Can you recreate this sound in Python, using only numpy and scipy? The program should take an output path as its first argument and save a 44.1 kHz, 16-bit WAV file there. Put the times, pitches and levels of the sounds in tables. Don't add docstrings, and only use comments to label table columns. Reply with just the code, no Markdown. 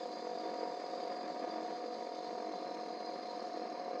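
import sys
import numpy as np
from scipy import signal
from scipy.fft import rfft, irfft
from scipy.io import wavfile
from scipy.ndimage import uniform_filter1d

SR = 44100
rng = np.random.default_rng(int(sys.argv[2]) if len(sys.argv) > 2 else 0)


def unload_audio(sound):
    columns = np.transpose(np.atleast_2d(sound))
    steps = np.round(np.clip(columns, -1, 1) * 32767)
    wavfile.write(sys.argv[1], SR, steps.astype(np.int16))


N = 176400
TIME = np.arange(N) / SR
SHAFT_HZ, WHISTLE_HZ = 45.157, 4870

# time_s, tilt (0 upright, 1 tilted), hiss_db
CUP_MOVE = [(0, 0, -1), (0.499, 0, -2.5), (1.001, 0.04, -1.5), (1.5, 0.1, -3), (2, 0.31, -2.5),
            (2.351, 0.52, -2.5), (2.7, 0.8, -2.5), (3, 0.97, -4), (3.299, .95, -1.5), (3.6, 1, -3.5),
            (4, 0.6, -6)]
# time_s, gain_db
WHISTLE_RIDE = [(0, 0), (1.1, 1), (1.8, -1.5), (2.3, -3.5), (2.75, -5.5), (2.92, 2.5), (3.3, -0.5),
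                (3.5, -4.5), (3.8, -1.5), (4, -3)]


def amp(db):
    return 10 ** (np.asarray(db) / 20)


def unit(x):
    return x / np.sqrt(np.mean(abs(x) ** 2) + 1e-20)


def eq_db(curve, hz):
    freq_hz, db = np.transpose(curve)
    return np.interp(np.log(hz + 1), np.log(freq_hz), db)


def wander(hz):
    freq_hz = np.fft.rfftfreq(N, 1 / SR)
    return unit(irfft(rfft(rng.standard_normal(N)) / np.sqrt(1 + (freq_hz / hz) ** 4), N))


def eq_impulse(curve, size=4096):
    log_gain = np.log(amp(eq_db(curve, abs(np.fft.fftfreq(size, 1 / SR)))))
    return np.fft.ifft(np.exp(np.conj(signal.hilbert(log_gain)))).real[:size // 2]


def clicks(times, gains):
    at = np.round(times * SR).astype(int)
    inside = (at >= 0) & (at < N)
    return np.bincount(at[inside], gains[inside], N)


def pump_rhythm():
    # start_s, level_db
    runs = [(0.009, -3.7), (0.0574, -3.4), (0.0878, -4.0), (0.1723, 0.5), (0.2263, 0.6), (0.3314, -0.3),
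            (0.4145, -0.6), (0.4768, -2.7), (0.4934, 2.1), (0.5875, 1.0), (0.773, -1.9), (0.9363, 0.6),
            (1.0304, 1.3), (1.1674, -3.0), (1.3986, 1.3), (1.4761, 2.3), (1.5383, 1.8), (1.6601, 1.6),
            (1.7598, 0.9), (1.8221, -4.7), (1.8387, -1.7), (1.9674, -0.5), (1.9854, -0.8), (2.0241, -0.8),
            (2.1183, -0.6), (2.247, 0.9), (2.3079, 1.2), (2.3798, 0.8), (2.5362, -0.4), (2.7452, -0.1),
            (2.8615, 0.4), (3.0041, -1.5), (3.1881, -5.5), (3.2864, -3.4), (3.4525, -0.9), (3.5743, 0.6),
            (3.6366, -4.2), (3.6532, -0.7), (3.7501, 0.0), (3.7764, -0.4), (3.8151, -1.0), (3.9106, -1.5)]
    stray_delays = [.0069, .0083, .0111, .0125, .0138, .0152, .018]
    # time_s, boost_db
    accents = [(0.273, 3.5), (0.354, 2.5), (0.376, 3), (0.46, 5), (0.54, 2.5), (0.634, 7), (1.077, 2),
               (1.26, 2), (1.445, 4), (1.706, 2), (2.33, 1.5), (2.426, 3)]
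    turn_s = 1 / SHAFT_HZ
    chugs = []
    for (start, db), (end, _) in zip(runs, runs[1:] + [(N / SR + turn_s, 0)]):
        stray_s = rng.choice(stray_delays)
        chugs += [(at, db, stray_s) for at in np.arange(start, end - turn_s / 2, turn_s)]
    chug_s, chug_db, stray_s = np.transpose(chugs)
    for at, boost_db in accents:
        chug_db[np.argmin(abs(chug_s - at))] += boost_db
    return chug_s, chug_db, stray_s


def case_ring(size=4096):
    # freq_hz, level_db
    case_eq = [(40, -60), (90, -55), (135, -33.5), (180, -20.5), (226, -12), (271, -16), (318, 1.5),
               (361, -8), (406, -3.5), (452, 4), (497, 1.5), (542, -1), (587, -8), (632, -13), (680, 3),
               (722, -6.5), (768, -19.5), (830, -21.5), (903, -12.5), (948, -6), (1000, -29), (1084, -11),
               (1190, -19), (1265, -26.5), (1400, -21), (1570, -32), (1725, -22), (2000, -27), (2160, -28),
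               (3000, -39.5), (6000, -42), (12000, -70.5)]
    smear_s_per_hz, on_time_hz = 7e-7, 722
    hz = np.fft.rfftfreq(size, 1 / SR)
    smear = np.exp(-1j * np.pi * smear_s_per_hz * (hz - on_time_hz) ** 2)
    return np.fft.fftshift(irfft(amp(eq_db(case_eq, hz)) * smear))


def pump_knocks(chug_s, chug_db, stray_s):
    # offset_s, level_db
    hits = [(-.00554, -11), (0, 0), (.00415, -1), (.00554, -9), (.0097, -10)]
    stray_db, jitter_s, uneven_db = -10, .00005, 1.3
    train = np.zeros(N)
    for offset_s, hit_db in hits + [(stray_s, stray_db)]:
        late, force = rng.standard_normal((len(chug_s), 2)).T
        gains = amp(chug_db + hit_db + uneven_db * np.tanh(force))
        train += clicks(chug_s + offset_s + jitter_s * late, gains)
    return amp(-46.2) * unit(signal.oaconvolve(train, case_ring(), "same"))


def airflow(chug_s, width_s=.005):
    nearest_s = chug_s[np.searchsorted((chug_s[1:] + chug_s[:-1]) / 2, TIME)]
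    return 2 * np.exp(-((TIME - nearest_s - width_s / 2) / width_s) ** 2) - 1


def motor_drone(waver_hz=5.6):
    # shaft_harmonic, level_db, waver (0 steady, 1 all wavering)
    partials = [(5, -68, 0.4), (7, -61, 1), (11, -57, 0.8), (12, -55, 0.47), (21, -62.5, 1),
                (26, -72.5, 0.4), (27, -68.5, 0.6)]
    drone = np.zeros(N)
    for harmonic, db, waver in partials:
        drift = unit(wander(waver_hz) + 1j * wander(waver_hz))
        tone = np.exp(2j * np.pi * (harmonic * SHAFT_HZ * TIME + rng.random()))
        modulation = np.sqrt(1 - waver ** 2) + waver * drift
        drone += amp(db) * unit((modulation * tone).real)
    return drone


def motor_hum(harmonic=16, throb_hz=11.15, throb_db=4):
    throb = amp(throb_db * np.sin(2 * np.pi * (throb_hz * TIME + rng.random())))
    return amp(-50.5) * unit(-throb * np.cos(2 * np.pi * harmonic * SHAFT_HZ * TIME))


def fan_rush(swell, pulse_db=1, flutter_db=1.46):
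    # freq_hz, level_db
    rush_eq = [(25, -41), (70, -41.5), (100, -37), (140, -22.5), (185, -2.5), (300, 5), (560, 3.5),
               (750, 4.5), (840, -8.5), (1000, -1), (1230, -4.5), (1400, -14), (1570, -11), (1725, -8.5),
               (2000, -13.5), (2160, -11), (3000, -25), (5000, -36.5), (12000, -67)]
    air = rng.standard_normal(N) * amp(pulse_db * swell + flutter_db * wander(hz=26))
    return amp(-49.5) * unit(signal.oaconvolve(air, eq_impulse(rush_eq))[:N])


def bell(hz, centre_hz, width_hz):
    return np.exp(-2 * ((hz[:, None] - centre_hz) / width_hz) ** 2)


def jet_hiss(shimmer_db=2, sputter_db=1.33):
    # freq_hz, level_db
    jet_eq = [(500, -38.5), (2000, -18), (3000, -10), (4500, 1.5), (5200, -7), (5750, -11.5), (6600, -9),
              (7000, -10.5), (7700, -18), (8150, -27.5), (9300, -31), (11500, -35.5), (15000, -40)]
    # centre_hz, width_hz, upright_db, tilted_db
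    resonances = [(3562, 52, 13, 2.5), (4135, 210, 1.5, 8.5), (4755, 150, 10.5, 4), (6900, 210, -4, -4),
                  (5230, 160, 6, 4.5), (6180, 430, 4, 4.5), (7500, 670, 1, -6), (8590, 400, 4.5, 9.5),
                  (10550, 490, 5, 4)]
    hz, frame_s, noise = signal.stft(rng.standard_normal(N), SR, nperseg=1024, noverlap=768)
    move_s, tilts, hiss_db = np.transpose(CUP_MOVE)
    tilt = np.interp(frame_s, move_s, tilts)
    colour_db = eq_db(jet_eq, hz)[:, None] + np.interp(frame_s, move_s, hiss_db)
    for centre_hz, width_hz, upright_db, tilted_db in resonances:
        colour_db += bell(hz, centre_hz, width_hz) * (upright_db + (tilted_db - upright_db) * tilt)
    colour_db += bell(hz, WHISTLE_HZ, width_hz=170) * np.interp(frame_s, *np.transpose(WHISTLE_RIDE))
    patches = uniform_filter1d(rng.standard_normal(noise.shape), size=4, axis=0)
    colour_db += shimmer_db * unit(uniform_filter1d(patches, size=16, axis=1))
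    hiss = signal.istft(noise * amp(colour_db), nperseg=1024, noverlap=768)[1][:N]
    return amp(-59.5) * unit(hiss * amp(sputter_db * wander(hz=49.6)))


def warble(hz, swing_hz, level_db, flicker_db=4.5, rough_db=3.5):
    pitch_hz = hz + swing_hz * wander(hz=13)
    flicker = amp(flicker_db * np.tanh(wander(hz=35)) + rough_db * wander(hz=110))
    return amp(level_db) * unit(flicker * np.sin(2 * np.pi * np.cumsum(pitch_hz) / SR))


def cup_whistles(swing_hz=38, tilt_swing_hz=20):
    # time_s, pitch_hz, level_db
    high_line = [(0, 5376, -81.5), (2.1, 5350, -76), (2.5, 5286, -69.5), (2.8, 5220, -69), (3.1, 5170, -85),
                 (3.5, 5340, -69.5), (4, 5320, -71)]
    move_s, tilts, _ = np.transpose(CUP_MOVE)
    tilt = np.interp(TIME, move_s, tilts)
    wide_swing_hz = swing_hz + tilt_swing_hz * tilt
    ride_db = np.interp(TIME, *np.transpose(WHISTLE_RIDE))
    main = warble(WHISTLE_HZ, wide_swing_hz, level_db=-62.5 + ride_db)
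    high_s, high_hz, high_db = np.transpose(high_line)
    high = warble(np.interp(TIME, high_s, high_hz), swing_hz, np.interp(TIME, high_s, high_db))
    low = warble(hz=4170, swing_hz=wide_swing_hz, level_db=-71 + 6.5 * tilt)
    return main + high + low


def room(x, wet_db=-19, t60_s=.2, predelay_s=.006):
    t = TIME[:SR // 2]
    tail = rng.standard_normal(len(t)) * (t > predelay_s) * 1000 ** (-t / t60_s)
    return x + amp(wet_db) * signal.oaconvolve(x, tail / np.linalg.norm(tail))[:N]


def scene():
    # time_s, gain_db
    motor_ride = [(0, 1.5), (.2, -0.5), (.6, 1.5), (.9, 1.9), (1.1, 2.5), (1.45, 2.8), (1.7, 0.7),
                  (2, -0.8), (2.35, 0.5), (2.7, 0.9), (3.1, 0.4), (3.5, 1), (4, 2)]
    pulse_db = 2.5
    chug_s, chug_db, stray_s = pump_rhythm()
    swell = airflow(chug_s)
    tones = (motor_drone() + motor_hum()) * unit(amp(pulse_db * swell))
    motor = (tones + fan_rush(swell)) * amp(np.interp(TIME, *np.transpose(motor_ride)))
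    knocks = room(pump_knocks(chug_s, chug_db, stray_s))
    return (knocks + motor + jet_hiss() + cup_whistles())[None]


def record(dry, cutoff_hz=15480):
    lowpass = signal.firwin(511, cutoff_hz, window=("kaiser", 9), fs=SR)
    return signal.oaconvolve(dry, lowpass[None], "same")


dry = scene()
out = record(dry)
unload_audio(out)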